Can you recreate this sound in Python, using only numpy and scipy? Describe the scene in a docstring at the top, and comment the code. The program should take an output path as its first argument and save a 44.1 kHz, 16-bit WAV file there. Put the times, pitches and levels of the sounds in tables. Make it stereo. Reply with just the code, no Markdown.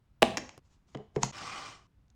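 """Leatherette case opened and dragged on stone

A stiff leatherette case on a stone table, close to the microphone in a small live room.
Two snap buttons pop open and the flap drops: cracks and damped modes, then rattling grains and a low shudder.
The compartments unroll with a rustle of swelling noise and knock down one after another, booming in the case.
The open case is dragged over the stone, its panel ringing under rough noise; two faint touches follow.
Steady coloured noise is the room tone; a decaying noise tail answers everything else."""
import sys
import numpy as np
from scipy import signal
from scipy.fft import rfft, irfft, next_fast_len
from scipy.io import wavfile
from scipy.ndimage import uniform_filter1d, map_coordinates

SR = 44100
rng = np.random.default_rng(int(sys.argv[2]) if len(sys.argv) > 2 else 0)


def pcm_store(signal):
    """Save signal as 16-bit PCM."""
    levels = np.round(np.clip(np.atleast_2d(signal), -1, 1) * 32767)
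    wavfile.write(sys.argv[1], SR, levels.astype(np.int16).T)


N = 94815
TIME = np.arange(N) / SR  # seconds into the scene
AGE = np.arange(SR // 2) / SR  # seconds since a blow

# the level drops sharply at these times, each part's sound fading to a brief remainder
FIRST_DROP_S, SECOND_DROP_S, THIRD_DROP_S = 0.597, 1.316, 1.872
RISE_CYCLES = 0.2  # time constant of a mode's swelling, in its own cycles

# colour of a sharp crack: (frequency [Hz], level [dB])
CRACK_COLOUR = [(300, -19.5), (1500, -19.5), (4000, -4), (4900, 0), (6500, -2.5), (9700, 0), (12000, -6.5),
                (14500, -2), (17000, -21)]
# colour of small hard contacts: (frequency [Hz], level [dB])
CLICK_COLOUR = [(300, -19.5), (750, -3.5), (1100, -4), (1700, -6.5), (2350, -4), (3000, -3), (3900, -6.5),
                (5100, -4), (6800, -3.5), (7800, -10), (11000, -36), (16000, -51.5)]
# colour of the board's dull push: (frequency [Hz], level [dB])
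THUMP_COLOUR = [(40, -24.5), (110, -9), (200, -1), (500, 9), (800, -0.5), (1300, -7.5), (2100, -9.5),
                (3000, -24.5), (8000, -41), (16000, -59.5)]


def snap():
    """The stud cracks out of its socket and rings the closed case; the flap rattles and the case shudders."""
    # the snap lets go in stages: (time [s], ring of the case [dB], crack [dB], thump [dB],
    # stud resonance [Hz], stud [dB])
    pops = [(0.2193, -30, -43.5, -39, 1523, -37.5), (0.222, -7, -10, -20, 3900, -14),
            (0.2274, -27, -14.5, -26, 2800, -18.5), (0.2281, -2, -10, -24, 2764, -10)]
    # modes of the closed case under the snap: (frequency [Hz], level [dB], t60 [s])
    shell = [(235, -16, 0.13), (404, -11, .032), (631, -5.5, 0.024), (786, -8.5, .03), (1130, -13.5, .012),
             (1640, -8, .009), (2755, -7.5, 0.0071), (3897, -11, .006), (14500, -27.5, .008)]
    # colour of loose flap and studs: (frequency [Hz], level [dB])
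    rattle_colour = [(300, -13.5), (1000, 4.5), (1400, -5.5), (2200, -2.5), (3800, -0.5), (5000, -11),
                     (7000, -11.5), (9000, -15), (11000, -41)]
    # colour of the case shuddering on the table: (frequency [Hz], level [dB])
    jolt_colour = [(30, -22.5), (80, -1), (130, -4.5), (210, 3.5), (300, -7), (600, -39)]
    out = np.zeros(N)
    for s, ring_db, crack_db, thump_db, stud_hz, stud_db in pops:
        add(out, s, amp(ring_db) * ring(shell))
        crack = amp(crack_db) * contact(CRACK_COLOUR)
        thump = amp(thump_db) * contact(THUMP_COLOUR)
        stud = amp(stud_db) * contact(CLICK_COLOUR, tilt_db=-3, peak_hz=stud_hz)
        add(out, s, crack + thump + stud)
    freed_s = pops[-1][0]
    rattle = fading(freed_s, rise_s=0.0042, t60=0.38) * coloured(grains(per_s=3000), rattle_colour)
    jolt = fading(freed_s, rise_s=0.0093, t60=0.61) * coloured(rng.standard_normal(N), jolt_colour)
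    return out + amp(-36) * rattle + amp(-36) * jolt


def knocks(start_s, end_s):
    """Walls landing between two times; each blow also booms in the hollow case."""
    # a wall of the case is knocked: (time [s], level [dB], pitch [Hz], t60 [s], boom [dB], boom length [ratio],
    # thump [dB]); the length ratio scales only the boom's t60
    blows = [(0.3766, -26, 301, 0.034, -50, .8, -34), (0.578, -42.5, 700, 0.019, -56, 1, -41.5),
             (0.9504, -41.5, 680, 0.015, -57.5, 0.7, -35), (0.9539, -31, 265, 0.04, -36, 0.8, -38),
             (0.9587, -41.5, 432, 0.22, -55.5, 0.87, -45.5), (1.1651, -15, 422, 0.05, -28, 0.67, -27.5),
             (1.178, -32.5, 507, 0.073, -35, 0.606, -39.5), (1.2329, -15, 945, 0.029, -29.5, 0.83, -59)]
    # modes of a wall: (pitch [ratio], level [dB], t60 [ratio])
    wall = [(0.72, -10.5, 0.67), (0.999, -0.5, 0.8), (1.55, -27.5, 1), (2.3, -22, 0.88)]
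    out = np.zeros(N)
    for s, db, hz, t60, boom_db, life, thump_db in blows:
        if start_s <= s < end_s:
            modes = [(hz * ratio, level, t60 * mode_life) for ratio, level, mode_life in wall]
            add(out, s, amp(db) * ring(modes) + amp(boom_db) * boom(life))
            add(out, s, amp(thump_db) * contact(THUMP_COLOUR))
    return out


def boom(life):
    """The hollow case's low modes; the settling walls shift their pitch."""
    # modes of the hollow: (frequency [Hz], level [dB], t60 [s] before scaling by life)
    modes = [(35, -20.5, 0.17), (135, 0.5, 0.26), (204.2, -7, 0.37), (281.5, -11, 0.06),
             (437.8, -14.5, 0.17)]
    wander_hz, wander_step_s = 3.5, 0.02
    out = np.zeros(len(AGE))
    for k, (hz, db, t60) in enumerate(modes):
        steps = rng.standard_normal(size=64)
        drift_hz = wander_hz * map_coordinates(steps, [AGE / wander_step_s], mode="nearest")
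        tone = np.sin(2 * np.pi * np.cumsum(hz + drift_hz) / SR)
        swell = 1 - np.exp(-AGE * hz / RISE_CYCLES)
        out += (-1) ** k * amp(db - 60 * AGE / (t60 * life)) * tone * swell
    return out


def clicks(start_s, end_s):
    """Studs, nails and edges touching between two times, each a resonant contact with a sharp crack."""
    # small hard contacts: (time [s], level [dB], tilt [dB per octave], own resonance [Hz], crack [dB])
    touches = [(0.3719, -15, -1.6, 5700, -32), (0.3735, -20.5, -1, 1940, -45),
               (0.3754, -18.5, 0, 2600, -31.5), (0.3811, -19.5, -0.5, 1770, -35),
               (0.4927, -31, -2.5, 2430, -70), (.578, -42, -1.5, 1200, -43),
               (0.948, -32.5, -5, 2250, -75.5), (0.951, -31.5, -9, 3100, -94),
               (0.9729, -39.5, -3, 2000, -81), (1.162, -24, -4.5, 1960, -53.5),
               (1.2314, -14, -1.5, 7000, -48.5), (1.233, -12, 1.5, 6656, -44), (2.082, -65, 5, 3650, -89),
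               (2.102, -53, 3.5, 3700, -79.5)]
    out = np.zeros(N)
    for s, db, tilt_db, hz, crack_db in touches:
        if start_s <= s < end_s:
            touch = amp(db) * contact(CLICK_COLOUR, tilt_db, hz)
            add(out, s, touch + amp(crack_db) * contact(CRACK_COLOUR))
    return out


def rustle():
    """Leatherette brushing as the compartments unroll: swells of coloured noise."""
    # brushes: (time of the peak [s], half length [s], level [dB])
    brushes = [(0.662, 0.023, -75), (0.732, 0.032, -70.5), (0.893, 0.018, -69.5), (0.94, 0.023, -69),
               (1.162, 0.0093, -57.5), (1.23, 0.0084, -51), (1.244, 0.02, -39), (1.28, 0.081, -60.5)]
    # colour: (frequency [Hz], level [dB])
    brush_colour = [(200, 5), (500, -4), (950, -1.5), (1600, -8), (3500, -9), (6900, -5.5), (9000, -19),
                    (15000, -37)]
    return rubbing(brushes, brush_colour)


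def shuffle():
    """Dull shuffling of the settling walls: swells of low noise."""
    # shuffles: (time of the peak [s], half length [s], level [dB])
    swells = [(0.998, 0.019, -48.5), (1.183, 0.02, -40.5)]
    # colour: (frequency [Hz], level [dB])
    dull_colour = [(60, -20.5), (150, 0), (300, 1), (430, 7.5), (560, -1.5), (800, -1), (1200, -17.5),
                   (3000, -42), (8000, -55.5)]
    return rubbing(swells, dull_colour)


def drag():
    """The stone's grain plucks the sliding panel, which rings in a few resonances."""
    # drag over the stone: (time [s], level [dB])
    course = [(1.34, -48), (1.372, -43), (1.52, -42), (1.62, -43), (1.69, -45), (1.76, -55.5),
              (1.80, -72.5), (1.84, -90.5)]
    # colour of the scrape: (frequency [Hz], level [dB])
    scrape_colour = [(30, -51), (100, -3), (200, -11.5), (260, -11.5), (550, -12), (800, -10.5), (1200, -3),
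                     (1700, -10.5), (2100, -8), (3600, -13), (5300, -10), (9000, -19), (11500, -43),
                     (15000, -30.5), (17000, -49.5)]
    # panel resonances: (centre [Hz], width [Hz], level [dB])
    resonances = [(795, 70, -14.5), (1162, 85, -7.5), (2022, 68, -17.5), (2390, 80, -17), (3000, 210, -19)]
    # slow noise, gone above some 100 Hz: (frequency [Hz], level [dB])
    wobble_colour = [(1, 0), (40, 0), (120, -60), (400, -120)]
    start_s, rise_s, wobble_db = 1.323, 0.008, 1.0

    rough = rng.standard_normal(N) + amp(-5) * grains(per_s=1400)
    force = patchy(rough, depth_db=2.4)
    panel = np.zeros(N)
    for centre, width, db in resonances:
        def band(f):
            return 1j * f * width / (centre * centre - f * f + 1j * f * width)
        panel += amp(db) * unit(filtered(force, band))
    wobble = coloured(rng.standard_normal(N), wobble_colour)
    level_db = np.interp(TIME, *np.transpose(course)) + wobble_db * wobble
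    moving = np.clip((TIME - start_s) / rise_s, 0, 1)
    return moving * amp(level_db) * unit(coloured(force, scrape_colour) + panel)


def room_tone():
    """The room's steady hum: stereo noise, most alike in the bass."""
    # colour: (frequency [Hz], level [dB])
    hum_colour = [(20, -18), (36, -10), (60, -5), (180, -17), (400, -31.5), (1400, -37), (2400, -43),
                  (4000, -46.5), (16000, -61)]
    return amp(-64.5) * coloured(diffuse(rng.standard_normal((2, N))), hum_colour)


def heard(x, lag_ms, pan_db, room_db, stop_s):
    """Direct sound and the room's answer; pan raises left and lowers right, lag delays left against right."""
    # room decay: (frequency [Hz], t60 [s])
    room_t60 = [(120, 0.15), (700, 0.49), (3000, .44), (7000, 0.44), (14000, 0.28)]
    # colour of the room's answer: (frequency [Hz], level [dB])
    room_send = [(100, -7.5), (250, -6), (700, -6), (1400, -12), (3000, -11), (7000, -13), (9500, -18),
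                 (11500, -32), (14000, -28.5)]
    # direct sound: (frequency [Hz], left minus right [dB])
    side_tilt = [(150, -1.3), (500, 0), (1200, -1), (2400, -2), (4400, -2.6), (8000, -0.5)]
    room_delay_s, room_build_s = 0.0026, 0.0069
    stop_fade_s, stop_left_db, stop_t60_s = 0.005, -18.5, 0.07

    # each band of the noise tail decays at its own rate, scaled to equal energy
    hz, t, z = signal.stft(rng.standard_normal((2, len(AGE))), SR, nperseg=256)
    t60 = along(room_t60, hz)[:, None]
    z *= amp(-60 * t / t60) * np.sqrt(2 * np.log(1000) / (t60 * SR))
    tail = signal.istft(z, SR, nperseg=256)[1][:, :len(AGE)]
    tail = filtered(diffuse(tail), lambda f: amp(along(room_send, f)))
    tail *= np.clip((AGE - room_delay_s) / room_build_s, 0, 1)

    sides = np.array([[1], [-1]])  # left, right

    def arrival(f):
        delay = np.exp(-1j * np.pi * f * sides * lag_ms / 10 ** 3)
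        return amp(sides * along(side_tilt, f) / 2) * delay

    direct = amp(pan_db * sides) * filtered(x, arrival)
    wet = amp(room_db) * signal.fftconvolve(x[None], tail, axes=1)[:, :N]
    # the sound drops quickly to a lingering remainder, which dies away after the stop
    lingering = amp(stop_left_db - 60 * np.maximum(TIME - stop_s, 0) / stop_t60_s)
    return (direct + wet) * np.clip((stop_s - TIME) / stop_fade_s, lingering, 1)


def diffuse(pair):
    """Two unrelated noises mixed to a set likeness between the sides, strongest in the bass."""
    # likeness of left and right: (frequency [Hz], correlation)
    alike = [(150, 0.91), (300, 0.96), (550, 0.089), (1300, 0.36), (4000, 0.29)]

    def mid_side(hz):
        turn = np.arccos(np.clip(along(alike, hz), -1, 1)) / 2
        return np.array([np.cos(turn), np.sin(turn)])

    mid, side = filtered(pair, mid_side)
    return np.array([mid + side, mid - side])


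def ring(modes):
    """Damped modes of alternating sign that swell within their first cycle."""
    out = np.zeros(len(AGE))
    for k, (hz, db, t60) in enumerate(modes):
        swell = 1 - np.exp(-AGE * hz / RISE_CYCLES)
        out += (-1) ** k * amp(db - 60 * AGE / t60) * np.sin(2 * np.pi * hz * AGE) * swell
    return out


def contact(spectrum, tilt_db=0, peak_hz=None, size=2048):
    """A sharp push and a brief chatter through a causal colour, perhaps with a resonance of its own."""
    peak_db, peak_octaves, chatter_t60_s = 8.5, 0.26, 0.01
    hz = np.maximum(np.fft.rfftfreq(size, 1 / SR), spectrum[0][0])
    colour_db = along(spectrum, hz) + tilt_db * np.log2(hz)
    if peak_hz:
        colour_db += peak_db * np.exp(-(np.log2(hz / peak_hz) / peak_octaves) ** 2)
    # folding the cepstrum forward gives minimum phase: nothing sounds before the push
    cepstrum = irfft(np.log(amp(colour_db)))
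    cepstrum[1:size // 2] *= 2
    cepstrum[size // 2 + 1:] = 0
    pulse = irfft(np.exp(rfft(cepstrum)))
    force = rng.standard_normal(size) * amp(-60 * AGE[:size] / chatter_t60_s)
    force /= np.linalg.norm(force)
    force[0] += 1  # the push, equal in energy to the chatter
    return signal.fftconvolve(force, pulse / np.abs(pulse).max())


def grains(per_s):
    """Tiny pushes at random moments, at rms 1."""
    return unit((rng.random(N) < per_s / SR) * rng.standard_normal(N))


def fading(start_s, rise_s, t60):
    """A quick rise and a steady decay."""
    age = np.maximum(TIME - start_s, 0)
    return (1 - np.exp(-age / rise_s)) * amp(-60 * age / t60)


def rubbing(swells, spectrum):
    """Soft bell-shaped swells of leatherette rubbing on itself."""
    level = sum(amp(db) * np.exp(-((TIME - s) / half) ** 2) for s, half, db in swells)
    return level * coloured(rng.standard_normal(N), spectrum)


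def patchy(x, depth_db):
    """x with its colour shifting in small patches, as the touching spots change."""
    z = signal.stft(x, nperseg=512)[2]
    field = uniform_filter1d(rng.standard_normal(z.shape), size=6, axis=0)  # over frequency
    field = unit(uniform_filter1d(field, size=5, axis=1))  # over time
    return unit(signal.istft(z * amp(depth_db * field), nperseg=512)[1][:N])


def amp(db):
    """Decibels to gain."""
    return 10 ** (np.asarray(db) / 20)


def unit(x):
    """Scale to rms 1."""
    return x / np.sqrt(np.mean(x ** 2) + 1e-20)


def along(points, hz):
    """Read (Hz, value) points on a log frequency axis."""
    f, v = np.transpose(points)
    return np.interp(np.log(hz + 1), np.log(f + 1), v)


def add(track, s, x):
    """Mix x into the track from time s."""
    part = track[int(round(s * SR)):][:len(x)]
    part += x[:len(part)]


def filtered(x, response):
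    """x times a complex response of frequency."""
    n = x.shape[-1]
    m = next_fast_len(n + SR // 4)
    return irfft(rfft(x, m) * response(np.fft.rfftfreq(m, 1 / SR)), m)[..., :n]


def coloured(x, spectrum):
    """x with a spectrum, at rms 1."""
    return unit(filtered(x, lambda hz: amp(along(spectrum, hz))))


def scene():
    """Unsnapping, unrolling, dragging and two last touches over the room tone."""
    end = 2 * N / SR  # past the last sample: no stop
    case_lag_ms = 0.024
    opening = clicks(0, FIRST_DROP_S) + knocks(0, FIRST_DROP_S)
    unrolling = clicks(FIRST_DROP_S, SECOND_DROP_S) + rustle()
    landing = knocks(FIRST_DROP_S, SECOND_DROP_S) + shuffle()
    touches = clicks(SECOND_DROP_S, end)
    return (heard(snap(), 0.042, pan_db=0.97, room_db=0.03, stop_s=FIRST_DROP_S)
            + heard(opening, case_lag_ms, pan_db=0.0, room_db=4.0, stop_s=FIRST_DROP_S)
            + heard(unrolling, case_lag_ms, pan_db=1.0, room_db=4.0, stop_s=SECOND_DROP_S)
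            + heard(landing, case_lag_ms, pan_db=0.87, room_db=-5.5, stop_s=SECOND_DROP_S)
            + heard(drag(), 0.04, pan_db=0.93, room_db=4.5, stop_s=THIRD_DROP_S)
            + heard(touches, case_lag_ms, pan_db=0.8, room_db=-0.5, stop_s=end)
            + room_tone())


def record(dry):
    """Nothing is kept above the band limit."""
    top_hz = 16800
    return filtered(dry, lambda hz: hz < top_hz)


dry = scene()
out = record(dry)
pcm_store(out)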